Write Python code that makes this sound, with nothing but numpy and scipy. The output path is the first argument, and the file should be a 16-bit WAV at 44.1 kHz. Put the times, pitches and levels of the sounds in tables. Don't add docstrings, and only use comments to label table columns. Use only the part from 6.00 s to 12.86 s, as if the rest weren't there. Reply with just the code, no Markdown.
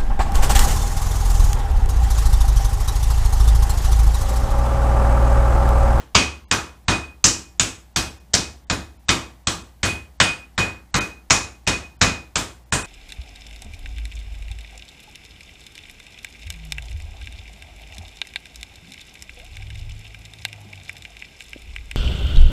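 import sys
import numpy as np
from scipy import signal
from scipy.fft import rfft, irfft, next_fast_len
from scipy.io import wavfile
from scipy.ndimage import map_coordinates

SR = 44100
rng = np.random.default_rng(int(sys.argv[2]) if len(sys.argv) > 2 else 0)


def amplitude_ratio(level_db):
    exponent = np.asarray(level_db, float) / 20
    return 10 ** exponent


def output_pcm(signal):
    pcm = np.clip(np.atleast_2d(signal).T, -1, 1) * 32767
    wavfile.write(sys.argv[1], SR, np.round(pcm).astype(np.int16))


N = 302526

# frequency in Hz, level in dB per Hz.
ROOM_TONE = [(15, -33.5), (25, -10), (107, -5), (204, -8.5), (469, -22), (782, -14.5), (1340, -27),
             (1850, -25.5), (2010, -25.5), (2490, -28.5), (8810, -32.5), (12200, -32), (15500, -33)]
# multiple of the mains, level in dB.
HUM = [
    (1, -50),
    (2, -67.5),
    (3, -67.5),
]
ROOM_DB, MAINS_HZ = -56.5, 59.96

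# frequency in Hz, T60 in seconds.
KITCHEN_T60 = [
    (130, 0.43),
    (920, 0.38),
    (2430, 0.34),
    (6400, 0.31),
    (12000, 0.36),
]
# delay in ms, level in dB.
ECHOES = [
    (0, 0),
    (5.5, -4.5),
    (10.5, 1),
    (15, -4.5),
    (20, -25),
]
# delay in seconds, signed size [ratio].
WALLS = [
    (.003, -0.53),
    (.009, 0.5),
    (0.016, 0.54),
    (.031, 0.22),
    (.04, -0.025),
    (0.052, -0.067),
    (.059, 0.27),
    (0.07, 0.22),
    (.099, 0.12),
]
# frequency in Hz, level in dB, T60 in seconds.
COUNTER_MODES = [
    (48.3, -4.5, .35),
    (57.47, -3, 0.23),
    (73.9, -12.5, 0.7),
    (96.65, 3, 0.35),
    (118.6, -5.5, 0.094),
    (257.1, -1, 0.3),
    (327.4, -4.5, 0.44),
]

# contact in seconds, face landing after the edge in ms, face in Hz, snap in Hz,
# film sizzle in dB.
STRIKES = [(.1475, 3.4, 2800, 6050, -59.5), (0.5112, 1.8, 3540, 6150, -46),
           (0.8808, 1.7, 3040, 6960, -51.5), (1.241, 0.45, 4090, 6300, -61), (1.596, .3, 2730, 6940, -44.5),
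           (1.9596, 1.1, 3020, 5070, -42), (2.335, 4.2, 3830, 5780, -49), (2.6982, 0.78, 4530, 6760, -49.5),
           (3.0844, 6, 2555, 6060, -46), (3.4706, 0.627, 3365, 6700, -48.5),
           (3.8301, 1.2, 2480, 8900, -45.5), (4.2009, 0.43, 2395, 8610, -52),
           (4.5776, 0.75, 3340, 6460, -51), (4.941, 1.5, 2300, 6400, -44.5), (5.3, 5.8, 2620, 6370, -57),
           (5.667, 6.9, 2430, 5740, -54), (6.011, 3.4, 2400, 5770, -54.5), (6.3554, 1.3, 3650, 7600, -46),
           (6.7218, 2, 3080, 8700, -63)]
# counter thump in dB, meat smack in dB, mallet face in dB, film snap in dB,
# crack above the room in dB.
BLOWS = [(-22, -24, -23, -24, 12), (-28, -27.5, -32, -30.5, 13.5), (-23.5, -26.5, -29, -33.5, 8.5),
         (-26.5, -32, -38, -18, 10.5), (-30, -38, -30.5, -28, 14), (-28, -33, -35, -29, 9),
         (-27.5, -31.5, -31, -24.5, 17.5), (-27.5, -36.5, -34, -46.5, 15), (-24, -32, -26.5, -29, 14),
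         (-30.5, -37.5, -33.5, -33.5, 14.5), (-25.5, -31.5, -29, -32, 7), (-25.5, -25.5, -24, -28.5, 13.5),
         (-26.5, -27.5, -36, -39, 4.5), (-25, -29.5, -33.5, -34.5, 8.5), (-26, -26, -26.5, -21, 14.5),
         (-26, -31, -29.5, -28.5, 12.5), (-22.5, -25.5, -24.5, -25.5, 11), (-30, -32, -34.5, -32, 12),
         (-27.5, -28.5, -40.5, -24.5, 8)]
EARLIER = ((-.19, 1.5, 3000, 6400, -50), (-23, -24, -28, -30, 8))
BOOMS = [-27, -18.5, -28, -22, -29, -38, -26.5, -23.5, -24, -30, -31.5, -22.5, -37, -31, -37, -28.5, -25.5,
         -25, -35, -32]
WIDTHS = [
    1000,
    2000,
    2800,
    9000,
]
SMACK_HZ, SIZZLE_HZ = 1206, 12000
NOOK_T60_S = 0.03
BOARD_HZ, BOARD_WIDTH_HZ, BOARD_DB = 540, 510, 36
ROCKING_DB_PER_MS = 0.22
KNOCK_HZ, KNOCK_DB, KNOCK_T60_S = 176, 3, 0.072
BOOM_HZ, BOOM_T60_S = 72.4, .8

# level in dB, detune in Hz, loudest at ms, first dip at ms, second dip at ms.
RING = [(-23, 3, 80, 166, 253), (-27, -4.5, 29, 62, 110), (-18.5, -5.5, 34, 25, 105),
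        (-34, -9, 84, 94, 160), (-33, 1.5, 20, 45, 230), (-33, 4.5, 62, 83, 190), (-33.5, 9.5, 59, 70, 214),
        (-30.5, 3, 17, 88, 230), (-24, 3, 24, 108, 247), (-35, 7.5, 18, 46, 213), (-26.5, -2, 73, 246, 270),
        (-22.5, -9, 84, 174, 295), (-26.0, -7, 71, 168, 260), (-27.5, -4.5, 85, 146, 310),
        (-26.5, 1, 68, 223, 318), (-23, -2, 47, 28, 141), (-23, -10, 62, 32, 343),
        (-38.5, 10, 48, 105, 190), (-26.5, 6, 25, 42, 174)]
HEAD_HZ, RING_T60_S, RING_RISE_S = 2495.5, 0.35, 0.0031
DIP_S, DIP_FILL, FLUTTER_DB = 0.028, 0.21, 3
LIFT_HZ, LIFT_AT_S, LIFT_S = 11, 0.16, .05
FALL_AT_S, FALL_DB_PER_S = .26, 150
TURNED_DB = 6

# frequency in Hz, gain in dB.
MIC = [
    (15, -38.5),
    (30, 0.5),
    (42, 6),
    (300, 5),
    (600, 1.5),
    (7000, 2),
    (8500, -3),
    (10000, -10.5),
    (13000, -19.5),
    (15500, -23),
]
# from in seconds, to in seconds, cut in Hz, share of lines kept above it.
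GAPS = [(.445, .482, 900, .05), (2.095, 2.107, 2800, .1), (2.188, 2.199, 1800, .05),
        (2.648, 2.67, 2000, .02), (2.974, 2.993, 1000, .08), (3.628, 3.639, 2000, .08),
        (4.992, 5.007, 1900, .025), (5.97, 5.99, 1500, .05), (6.642, 6.659, 2000, .08),
        (6.708, 6.718, 1000, 0), (6.831, 6.845, 1900, .05)]
FRAME_S, FIRST_FRAME_S, LATE_S = .032, .143, .0255
ATTACK_TOP_HZ, TOP_HZ = 8700, 15400


def unit(x):
    return x / np.sqrt(np.mean(x ** 2) + 1e-20)


def along(points, hz):
    f, v = np.transpose(points)
    return np.interp(np.log(hz + 1), np.log(f + 1), v)


def filtered(x, response):
    m = next_fast_len(len(x) + 8192)
    return irfft(rfft(x, m) * response(np.fft.rfftfreq(m, 1 / SR)), m)[:len(x)]


def resonance(hz, width_hz):
    return lambda f: 1j * f * width_hz / (hz * hz - f * f + 1j * f * width_hz)


def add(track, sound, s):
    at = round(s * SR)
    sound = sound[max(-at, 0):N - at]
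    track[max(at, 0):][:len(sound)] += sound


def room_tone():
    hiss = unit(filtered(rng.standard_normal(N), lambda hz: amplitude_ratio(along(ROOM_TONE, hz))))
    t = np.arange(N) / SR
    hum = sum(amplitude_ratio(db) * np.cos(2 * np.pi * k * MAINS_HZ * t) for k, db in HUM)
    return amplitude_ratio(ROOM_DB) * hiss + np.sqrt(2) * hum


def room_tail():
    hz, t, z = signal.stft(rng.standard_normal(SR // 2), SR, nperseg=256)
    decay = amplitude_ratio(-60 * t / along(KITCHEN_T60, hz)[:, None])
    tail = signal.istft(z * decay, SR, nperseg=256)[1][:SR // 2]
    tail *= 1 - np.exp(-np.arange(len(tail)) / SR / 0.005)
    return tail / np.linalg.norm(tail)


def contact(levels_db, centres_hz, crack_db, landing_ms):
    t = np.arange(SR // 2) / SR
    since = t - landing_ms / 1000
    start = lambda u: np.clip(u / .001, 0, 1)
    burst = lambda u, t60: start(u) * amplitude_ratio(-60 * np.abs(u) / t60)
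    tick = amplitude_ratio(-5 - 1.3 * landing_ms) * burst(t, .045)
    echo_power = 0
    for ms, db in ECHOES:
        echo_power = echo_power + amplitude_ratio(2 * (db + rng.normal(0, 0.76))) * burst(since - ms / 1000, 0.013) ** 2
    squeeze = amplitude_ratio(1.5) * burst(since - .001, 0.0074)
    nook = amplitude_ratio(-2.0) * burst(since, NOOK_T60_S)
    crack = amplitude_ratio(crack_db - 1.5) * (tick + squeeze + np.sqrt(echo_power)) + nook
    out = 0
    for db, hz, width_hz in zip(levels_db, centres_hz, WIDTHS):
        air = crack * rng.standard_normal(len(t)) + amplitude_ratio(36) * start(since) * room_tail()
        coloured = filtered(air, lambda f: resonance(hz, width_hz)(f) ** 0.97)
        out = out + amplitude_ratio(db) * coloured * np.sqrt(SR / 2 / width_hz)
    pockets = rng.standard_normal(60)
    pocket_hz = np.linspace(0, SR / 2, len(pockets))
    return filtered(out, lambda f: amplitude_ratio(1.8 * np.interp(f, pocket_hz, pockets)))


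def thump(db, landing_ms):
    t = np.arange(SR // 2) / SR
    scatter_db = 2 * rng.standard_normal((2, 9))
    returns = np.zeros(len(t))
    for (delay, size), change in zip(WALLS, scatter_db[0]):
        add(returns, size * amplitude_ratio(change) * signal.windows.hann(round(0.0042 * SR)), delay)
    push = filtered(returns, resonance(110, 150))
    modes = 0
    for k, (hz, level, t60) in enumerate(COUNTER_MODES):
        decay = amplitude_ratio(level + scatter_db[1, k] - 60 * t / t60)
        modes = modes + (-1) ** (k + 1) * decay * np.sin(2 * np.pi * hz * t)
    swell = 1 - np.exp(-t / 0.018)
    rattle = filtered(room_tail(), resonance(190, 580))
    board = filtered(room_tail(), lambda f: resonance(BOARD_HZ, BOARD_WIDTH_HZ)(f) ** 2)
    knock = amplitude_ratio(-60 * t / KNOCK_T60_S) * (1 - np.exp(-t / 0.0087)) * np.sin(2 * np.pi * KNOCK_HZ * t)
    rocked = amplitude_ratio(ROCKING_DB_PER_MS * landing_ms) * (amplitude_ratio(BOARD_DB) * board + amplitude_ratio(KNOCK_DB) * knock)
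    return amplitude_ratio(db) * (rocked + amplitude_ratio(12) * push + amplitude_ratio(-2.5) * swell * modes + amplitude_ratio(45.0) * swell * rattle)


def boom(db):
    t = np.arange(SR // 2) / SR
    level = amplitude_ratio(db - 8.0 - 60 * t / BOOM_T60_S) * (1 - np.exp(-t / 0.033))
    fade = np.sqrt(np.cos(np.pi * t))
    return -level * fade * np.sin(2 * np.pi * BOOM_HZ * t)


def mallet():
    out = np.zeros(N)
    for (strike, levels), boom_db in zip([EARLIER, *zip(STRIKES, BLOWS)], BOOMS):
        s, landing_ms, *centres_hz, sizzle_db = strike
        thump_db, *contact_db, crack_db = levels
        levels_db = [*contact_db, sizzle_db + 18.5]
        add(out, contact(levels_db, [SMACK_HZ, *centres_hz, SIZZLE_HZ], crack_db, landing_ms), s)
        add(out, thump(thump_db, landing_ms) + boom(boom_db), s + landing_ms / 2000 + .001)
    return out


def ring():
    t = np.arange(N) / SR
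    starts = np.transpose(STRIKES)[0]
    blow = np.clip(np.searchsorted(starts, t) - 1, 0, None)
    since = np.clip(t - starts[blow], 0, None)
    db, detune_hz, loudest_ms, first_ms, second_ms = np.transpose(RING)[:, blow]
    hz = HEAD_HZ + detune_hz + LIFT_HZ * np.exp(-((since - LIFT_AT_S) / LIFT_S) ** 2)
    past = since - loudest_ms / 1000
    away_db = 60 / RING_T60_S * np.hypot(past, .015) * np.where(past > 0, 1, .5)
    fall_db = FALL_DB_PER_S * np.clip(since - FALL_AT_S, 0, None)
    turned_db = TURNED_DB * np.clip((since - second_ms / 1000) / DIP_S, 0, 1) * (second_ms > 190)
    flutter = map_coordinates(rng.standard_normal(round(45 * N / SR) + 4), [45 * t])
    level = amplitude_ratio(db - away_db - fall_db - turned_db + FLUTTER_DB * flutter)
    level *= 1 - np.exp(-since / RING_RISE_S)
    dip = lambda ms: np.hypot(np.tanh((since - ms / 1000) / DIP_S), DIP_FILL)
    return np.sqrt(2) * level * dip(first_ms) * dip(second_ms) * np.sin(2 * np.pi * np.cumsum(hz) / SR)


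def scene():
    return (filtered(mallet(), lambda hz: amplitude_ratio(along(MIC, hz))) + ring() + room_tone())[None]


def attack_gaps():
    s = np.transpose(STRIKES)[0]
    start = FIRST_FRAME_S + np.floor((s - .003 - FIRST_FRAME_S) / FRAME_S) * FRAME_S
    end = start + np.where(s - start > LATE_S, .052, .028)
    return [(a, b, ATTACK_TOP_HZ, 0) for a, b in zip(start, end)]


def starved(x):
    hz, t, z = signal.stft(x, SR, nperseg=256, noverlap=192)
    for start, end, cut_hz, kept in attack_gaps() + GAPS:
        during = (t >= start) & (t <= end)
        size = np.abs(z[0][:, during]).mean(1) * (hz > cut_hz) / np.sqrt(hz + 1)
        size *= (size >= np.roll(size, 1)) & (size >= np.roll(size, -1))
        strongest = size > np.quantile(size, 1 - kept)
        z[..., during] *= np.where(hz <= cut_hz, 1, amplitude_ratio(6) * strongest + .2 * kept)[:, None]
    luck = rng.random((len(hz) // 2 + 1, len(t) // 24 + 1))
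    luck = np.kron(luck, np.ones((2, 24)))[:len(hz), :len(t)]
    z[:, (hz[:, None] > 9800) & (luck < .07)] *= .1
    z[:, hz > TOP_HZ] = 0
    return signal.istft(z, SR, nperseg=256, noverlap=192)[1][:, :N]


def low_pass(x):
    return signal.sosfilt(signal.butter(12, 15700, fs=SR, output="sos"), x)


def record(dry):
    loaded = np.clip(dry, -1.04, 1.04)
    mix = np.clip(starved(loaded), -1, 1)
    return low_pass(mix)


dry = scene()
out = record(dry)
output_pcm(out)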